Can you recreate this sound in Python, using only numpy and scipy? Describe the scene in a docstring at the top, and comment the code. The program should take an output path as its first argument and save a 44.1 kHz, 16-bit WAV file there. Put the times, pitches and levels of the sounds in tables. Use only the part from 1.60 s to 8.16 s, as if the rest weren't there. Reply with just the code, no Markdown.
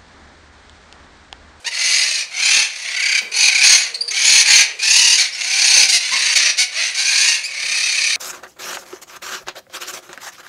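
"""A flock of monk parakeets squawks without a pause in a small block-walled aviary.
Membranes in a bird's throat snap open and shut to make a hoarse buzz, and the throat shapes it.
Each squawk is a fast stutter of syllables; short yelps, thin chips and soft croons fall in between.
Perches knock faintly over a distant hush, the walls ring, and the loudest calls overload the microphone."""
import sys
import numpy as np
from scipy import signal
from scipy.fft import rfft, irfft, next_fast_len
from scipy.io import wavfile
from scipy.ndimage import uniform_filter1d, minimum_filter1d

SR = 44100
rng = np.random.default_rng(int(sys.argv[2]) if len(sys.argv) > 2 else 0)


def materialize(psi):
    """Save the field psi as 16-bit PCM at rate SR to the path in sys.argv[1].

    A 1-D psi becomes a single channel; in a 2-D psi each row is a channel.
    """
    bounded = np.clip(np.atleast_2d(psi).T, -1, 1)
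    quanta = np.round(bounded * 32767).astype(np.int16)
    wavfile.write(sys.argv[1], SR, quanta)


N = 289296

# tone of the distant background: frequency_hz, gain_db
BACKGROUND_TONE = [(25, -15), (60, -14), (150, -6), (300, -10.5), (480, 1), (700, 3.5), (1200, 0),
                   (2300, -3), (4500, -4), (9000, -7), (15000, -33)]
# birds shifting on perches and nest boxes: start_s, level_db, decay_s (time to fall 60 dB)
PERCH_KNOCKS = [(.965, -36.5, 0.2), (1.615, -37.5, 0.22), (4.17, -32.5, 0.21), (4.21, -38, 0.34),
                (4.52, -42.5, 0.72), (6.04, -45, 0.5)]
# tone of the wood they land on: frequency_hz, gain_db
WOOD_TONE = [(60, -27), (150, -12), (215, 5.5), (320, -6), (450, 2), (900, 0), (2500, -18.5)]
# faint low notes between calls: start_s, length_s, pitch_hz, level_db
CROON_NOTES = [(0, 0.11, 488, -54), (1.61, 0.18, 441, -51.5), (2.27, .29, 483, -51), (3.05, .17, 455, -54)]
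# tone of a parakeet's throat and open beak: frequency_hz, gain_db
THROAT_TONE = [(150, -47), (350, -36), (650, -23), (820, -21.5), (1020, -17.5), (1300, -18.5), (1850, -5),
               (2400, 0), (3300, -8), (4400, 1.26), (5300, -4), (6400, -3.5), (7700, -14.5), (9200, -11.5),
               (11800, -31), (15500, -46)]
# yelps and chips: start_s, length_s, start_pitch_hz, end_pitch_hz, level_db, tilt_db_per_octave,
#   roughness (0-1)
YELP_CALLS = [ (0.043, .022, 745, 850, -30.5, -6, 0.3), (0.059, 0.035, 850, 917, -21, -2, 0.32),
              (2.094, 0.023, 6600, 5900, -13, 0, 0.3), (2.105, 0.074, 950, 930, -18.5, -2, .2),
              (2.121, 0.021, 6500, 5790, -12, 0, 0.3), (2.147, .02, 6400, 5750, -11, 0, 0.26),
              (2.34, 0.022, 4050, 4237, -22.5, 0, 0.43), (2.406, 0.023, 4380, 4730, -18, -2, 0.1),
              (2.476, 0.023, 4480, 4470, -20.5, -2, .28), (2.505, 0.019, 6400, 6120, -23, 0, 0.54),
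              (2.53, .055, 679, 730, -25.5, -2.5, .22), (2.955, .016, 6620, 5510, -10.5, 0, .12),
              (3.005, 0.013, 6610, 5520, -12.5, 2, 0.23), (3.08, 0.052, 600, 568, -34, -5.5, .5),
              (3.224, .024, 787, 822, -18.5, 0.5, 0.76), (3.575, 0.043, 641, 760, -19.5, 1.5, .15),
              (3.72, .05, 4950, 5010, -28.5, -2, 0.4), (3.807, 0.019, 565, 560, -22.5, -0.5, .82),
              (4.281, .046, 651, 790, -14.5, 2, .28), (4.314, 0.076, 610.5, 591.3, -13, 1.5, 0.43),
              (4.512, .062, 937, 986, -21.5, -8.5, .25), (4.755, 0.031, 716, 699, -13, 2, 0.31),
              (4.969, .085, 649, 619, -14.5, 1, 0.43), (5.16, 0.057, 553, 653, -24, -5, .24),
              (5.365, 0.068, 681, 720, -21, -1, 0.25), (5.832, 0.048, 2063, 2460, -24, 2.5, 0.34)]
# high ringing notes of the throat that break into brief squeals: pitch_hz, level_db
SQUEAL_NOTES = [(4450, -6), (6350, -4.5), (9200, -13.5)]
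# breath pressure through one syllable: share_of_syllable, share_of_stutter_depth
SYLLABLE_BREATH = [(0, -.95), (.09, -0.24), (.5, 0.0098), (.78, -.7), (1, -0.69)]
# the squawks: start_s, length_s, swell_s, swell_db, release_s, level_db, brightness_db, syllables_per_s,
#   stutter_depth_db, start_pitch_hz, end_pitch_hz (both at full effort), roughness (0-1)
SQUAWK_CALLS = [ (0.111, .40, 0.22, 12, .08, -20.5, 4.5, 40, 6, 751.3, 621.5, 0.79),
                (0.474, 0.2, 0.017, 1.5, 0.072, -26, 5, 30, 5, 615.7, 606, 0.41),
                (.709, .42, .2, 19, .15, -17, 2, 35.7, 8, 808.3, 907, 0.49),
                (1.094, 0.17, .1, 4, .016, -33.5, 1.8, 32.6, 11.5, 731, 682, 0.71),
                (1.243, 0.12, 0.089, 4, 0.013, -25.5, -2.2, 31, 8, 706, 702, 0.58),
                (1.363, 0.24, 0.27, 5, 0.0065, -15.8, -3.5, 33, 16, 787.7, 788, 0.16),
                (1.716, .19, .12, 13, .023, -18.5, 5, 44, 7.5, 851, 799, 0.71),
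                (1.884, 0.18, 0.22, 5, .007, -14, -2.5, 32, 14, 770, 822, 0.21),
                (2.03, 0.3, 0.028, 3, .24, -15.5, 5, 34.7, 6, 839, 840, 0.83),
                (2.509, 0.35, .22, 15, 0.049, -16, 5, 37.6, 7, 801, 891, 0.65),
                (2.850, 0.23, 0.077, 8, 0.079, -15, 3, 38.2, 7, 849.7, 887, 0.68),
                (3.189, 0.39, .14, 16, 0.028, -16.5, 4.5, 35.6, 9, 889, 980, 0.31),
                (3.574, 0.15, .01, 1.5, 0.13, -20, 5.5, 30, 3, 750.4, 800, 0.8),
                (3.746, .563, .46, 16, 0.086, -16, 4.5, 33.5, 7, 799.4, 847.2, .58),
                (4.399, 0.13, 0.031, 2, 0.0058, -26.5, 2.5, 37.5, 6, 696, 689, 0.67),
                (4.521, 0.23, .19, 3, .015, -20, 2, 30, 6, 640, 605, .6),
                (4.752, .2, 0.0084, 0, 0.061, -19.9, 3.1, 29, 9, 616, 601, 0.59),
                (5.118, .27, .12, 11, .13, -22.5, 1, 42, 3.5, 609, 738.5, 0.63),
                (5.344, .51, .31, 9, 0.16, -19, 4.3, 30.1, 5, 790.3, 960, .55),
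                (5.876, 0.72, .33, 13, 0.0092, -21.5, 1.5, 34, 10, 629.5, 607.7, .33)]

TOP_HZ = 15600  # upper edge of the treble


def undb(db):
    """Turn decibels into a number to multiply by."""
    return 10 ** (np.asarray(db) / 20)


def unit(x):
    """Scale a signal to an average strength (rms) of one."""
    return x / np.sqrt(np.mean(x ** 2) + 1e-18)


def colour(x, points):
    """Shape a sound's tone with a curve of (frequency_hz, gain_db) points."""
    hz, db = np.transpose(points)
    size = next_fast_len(len(x) + 1024)
    bin_hz = np.maximum(np.arange(size // 2 + 1) * SR / size, 1)
    gain = undb(np.interp(np.log(bin_hz), np.log(hz), db))
    return irfft(rfft(x, size) * gain, size)[:len(x)]


def lowpass(x, hz, order=2):
    """Keep what lies below hz, without delaying it."""
    return signal.sosfiltfilt(signal.butter(order, min(hz, .45 * SR), fs=SR, output="sos"), x)


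def wander(count, hz):
    """A random drift of about size one that turns about hz times a second."""
    place = np.arange(count) * hz / SR
    knots = rng.standard_normal(count)
    return unit(np.interp(place, np.arange(count), knots))


def add(out, start_s, x):
    """Mix a sound in at its start time."""
    i = max(int(start_s * SR), 0)
    out[i:i + len(x)] += x[:max(len(out) - i, 0)]


def fade(t, length_s, rise_s, fall_s):
    """Fade in, hold, and fade out."""
    return np.clip(t / rise_s, 0, 1) * np.clip((length_s - t) / fall_s, 0, 1)


def die_away(t, decay_s):
    """A level that falls 60 dB in decay_s."""
    return np.exp(-np.log(1000) * t / decay_s)


def whistle(hz):
    """A pure tone that follows a pitch."""
    return unit(np.sin(2 * np.pi * np.cumsum(hz) / SR))


def background(level_db=-46, waver_db=.79):
    """Faint wavering noise from further off."""
    hush = unit(colour(rng.standard_normal(N), BACKGROUND_TONE))
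    return hush * undb(level_db + waver_db * wander(N, 5.35))


def aviary(x, decay_s=.44, treble_decay_s=.26, tail_db=-10):
    """Sound bouncing between the walls leaves a short tail whose treble dies first."""
    t = np.arange(SR // 2) / SR
    noise = rng.standard_normal(len(t))
    low = lowpass(noise, 4600)
    tail = low * die_away(t, decay_s) + (noise - low) * die_away(t, treble_decay_s)
    tail *= np.clip(t / .014, 0, 1)
    return x + undb(tail_db) * signal.fftconvolve(x, tail / np.linalg.norm(tail))[:N]


def near_echoes(x, spread_s=.016, echo_db=-4.5):
    """Quick echoes off the nearest wall, boxes and roof; every call gets its own."""
    echoes = np.zeros(int(spread_s * SR))
    for lag, strength in zip(rng.random(size=40), rng.standard_normal(size=40)):
        echoes[int(lag * len(echoes))] += strength * np.exp(-lag)
    response = undb(echo_db) * echoes / np.linalg.norm(echoes)
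    response[0] = 1  # the sound that arrives directly
    return signal.fftconvolve(x, response / np.linalg.norm(response))


def perches():
    """Shifting birds make soft, dull knocks on wood."""
    out = np.zeros(N)
    t = np.arange(SR // 2) / SR
    for start_s, level_db, decay_s in PERCH_KNOCKS:
        wood = unit(colour(rng.standard_normal(len(t)), WOOD_TONE))
        add(out, start_s, wood * undb(level_db) * die_away(t, decay_s))
    return out


def croon(length_s, pitch_hz, waver=.09):
    """A soft, wavering low note."""
    t = np.arange(int(length_s * SR)) / SR
    hz = pitch_hz * (1 + waver * wander(len(t), 132.8))
    return unit(whistle(hz) * fade(t, length_s, rise_s=.017, fall_s=.027))


def voice_box(hz, rough, jitter=.085, shimmer=.49, rasp=.2, breathiness=1.66):
    """Membranes snap once a cycle; driven hard, their timing and force go wild and air tears through."""
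    count, rough = len(hz), np.clip(rough, 0, 1)
    shaky_hz = hz * (1 + jitter * rough * wander(count, 900))
    phase = 2 * np.pi * np.cumsum(shaky_hz) / SR
    harmonics = range(1, int(TOP_HZ / hz.mean()) + 1)
    # the snap takes a moment, so its overtones arrive slightly spread out
    pulses = unit(sum(np.cos(k * phase + k * k / 10) for k in harmonics))
    force = 1 + shimmer * rough * wander(count, 1100)
    air = unit((1 + np.cos(phase) / 2) * rng.standard_normal(count))
    # the membranes catch and let go every few milliseconds
    rattle = np.exp(rasp * rough * wander(count, 330))
    return unit((pulses * force + breathiness * rough * air) * rattle)


def yelp(length_s, pitch_ends_hz, tilt_db, rough, arch_per_s=2.3):
    """One unbroken note that glides and arches in pitch; a half-shut beak makes it darker."""
    t = np.arange(int(length_s * SR)) / SR
    arch = 1 + arch_per_s * length_s * np.sin(np.pi * t / length_s)  # longer yelps arch higher
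    hz = np.interp(t, [0, length_s], pitch_ends_hz) * arch
    throat = [(f, db + tilt_db * np.log2(max(f / min(pitch_ends_hz), 1))) for f, db in THROAT_TONE]
    voice = colour(voice_box(hz, rough), throat)
    return unit(voice * fade(t, length_s, rise_s=.25 * length_s, fall_s=.36 * length_s))


def squeals(pitch_ratio, stray=.04, jitter=.03, flare_db=3.5):
    """Short whistles that flare up and stray around the throat's high ringing notes."""
    count = len(pitch_ratio)
    out = np.zeros(count)
    for hz, db in SQUEAL_NOTES:
        bend = pitch_ratio + stray * wander(count, 55) + jitter * wander(count, 800)
        flare = undb(flare_db * wander(count, 149.1))
        out += undb(db) * unit(whistle(hz * bend) * flare)
    return out


def effort(t, length_s, swell_s, swell_db, release_s, release_db=24):
    """How hard the bird pushes, in dB from full voice: it swells, then lets go, slowly at first."""
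    swell_left = np.clip(1 - t / swell_s, 0, 1)
    released = np.clip(1 - (length_s - t) / release_s, 0, 1)
    return -swell_db * swell_left ** 2 - release_db * released ** 1.7


def squawk(call, sag_per_db=.0135, least_rough=.383, ring_hz=2450, split_hz=3400):
    """A stutter of syllables: each starts suddenly and bright, then sags in pitch and dies away."""
    length_s, swell_s, swell_db, release_s, level_db, bright_db, rate_hz, depth_db, *ends_hz, rough = call
    t = np.arange(int(length_s * SR)) / SR
    effort_db = effort(t, length_s, swell_s, swell_db, release_s)
    # less effort makes the voice lower and duller
    glide_hz = np.interp(t, [0, length_s], ends_hz) * (1 + .007 * effort_db)
    treble_gain = undb(bright_db + .35 * effort_db)
    beat = (t * rate_hz + .08 * rough * wander(len(t), 20)) % 1  # runs 0 to 1 in each syllable
    pressure = undb(depth_db * np.interp(beat, *np.transpose(SYLLABLE_BREATH)))
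    # the deeper the stutter, the further each syllable falls
    sag = 1 + sag_per_db * depth_db * (.35 - beat)
    hz = glide_hz * (sag + .018 * wander(len(t), 45))
    # higher calls come from a shorter throat
    throat_shift = (glide_hz / 750) ** .1
    throat = [(f * throat_shift.mean(), db) for f, db in THROAT_TONE]
    voice = colour(voice_box(hz, least_rough + (1 - least_rough) * rough), throat)
    low = lowpass(voice, split_hz, order=4)
    # the throat locks on to one overtone, which rings as a falling chirp, most of all in clear calls
    harmonic = round(ring_hz / np.mean(ends_hz))
    chirp = whistle(harmonic * hz * (1 + .0546 * rough * wander(len(t), 700)))
    ring = 2.34 * (1 - rough) ** 1.95 * chirp
    clear = (1 - rough) ** 3
    octave_up = 1.26 * clear * unit(chirp ** 2 - 1)  # squaring doubles the pitch
    squeal = np.sqrt(1 - clear) * squeals(np.sqrt(sag) * throat_shift)
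    treble = unit(voice - low) + squeal + octave_up
    # the treble is strongest early in each syllable
    treble = unit(treble * pressure ** .49 * undb(-.55 * depth_db * beat))
    body = unit((unit(low) + ring) * pressure)
    loudness = undb(level_db + effort_db) * fade(t, length_s, rise_s=.0012, fall_s=.007)
    return (body + treble * treble_gain) * loudness


def flock():
    """All the birds' calls, each at its own time."""
    out = np.zeros(N)
    for start_s, *call in SQUAWK_CALLS:
        add(out, start_s, near_echoes(squawk(call)))
    for start_s, length_s, *pitch_ends_hz, level_db, tilt_db, rough in YELP_CALLS:
        note = yelp(length_s, pitch_ends_hz, tilt_db, rough)
        add(out, start_s, undb(level_db) * near_echoes(note))
    for start_s, length_s, pitch_hz, level_db in CROON_NOTES:
        add(out, start_s, undb(level_db) * croon(length_s, pitch_hz))
    return out


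def scene():
    """Birds and perches inside the aviary, over the background, in one channel."""
    return (aviary(flock() + perches()) + background())[None]


def record(dry, limit=1.21):
    """A fast limiter turns the loudest screeches down; what still overloads clips, and the top is cut."""
    window = SR // 700  # about 1.4 ms
    needed_gain = np.minimum(1, limit / (np.abs(dry) + 1e-9))
    smooth_gain = uniform_filter1d(minimum_filter1d(needed_gain, window), window)
    clipped = np.clip(dry * smooth_gain, -1, 1)
    return signal.sosfilt(signal.ellip(10, .1, 60, TOP_HZ, fs=SR, output="sos"), clipped)


dry = scene()
out = record(dry)
materialize(out)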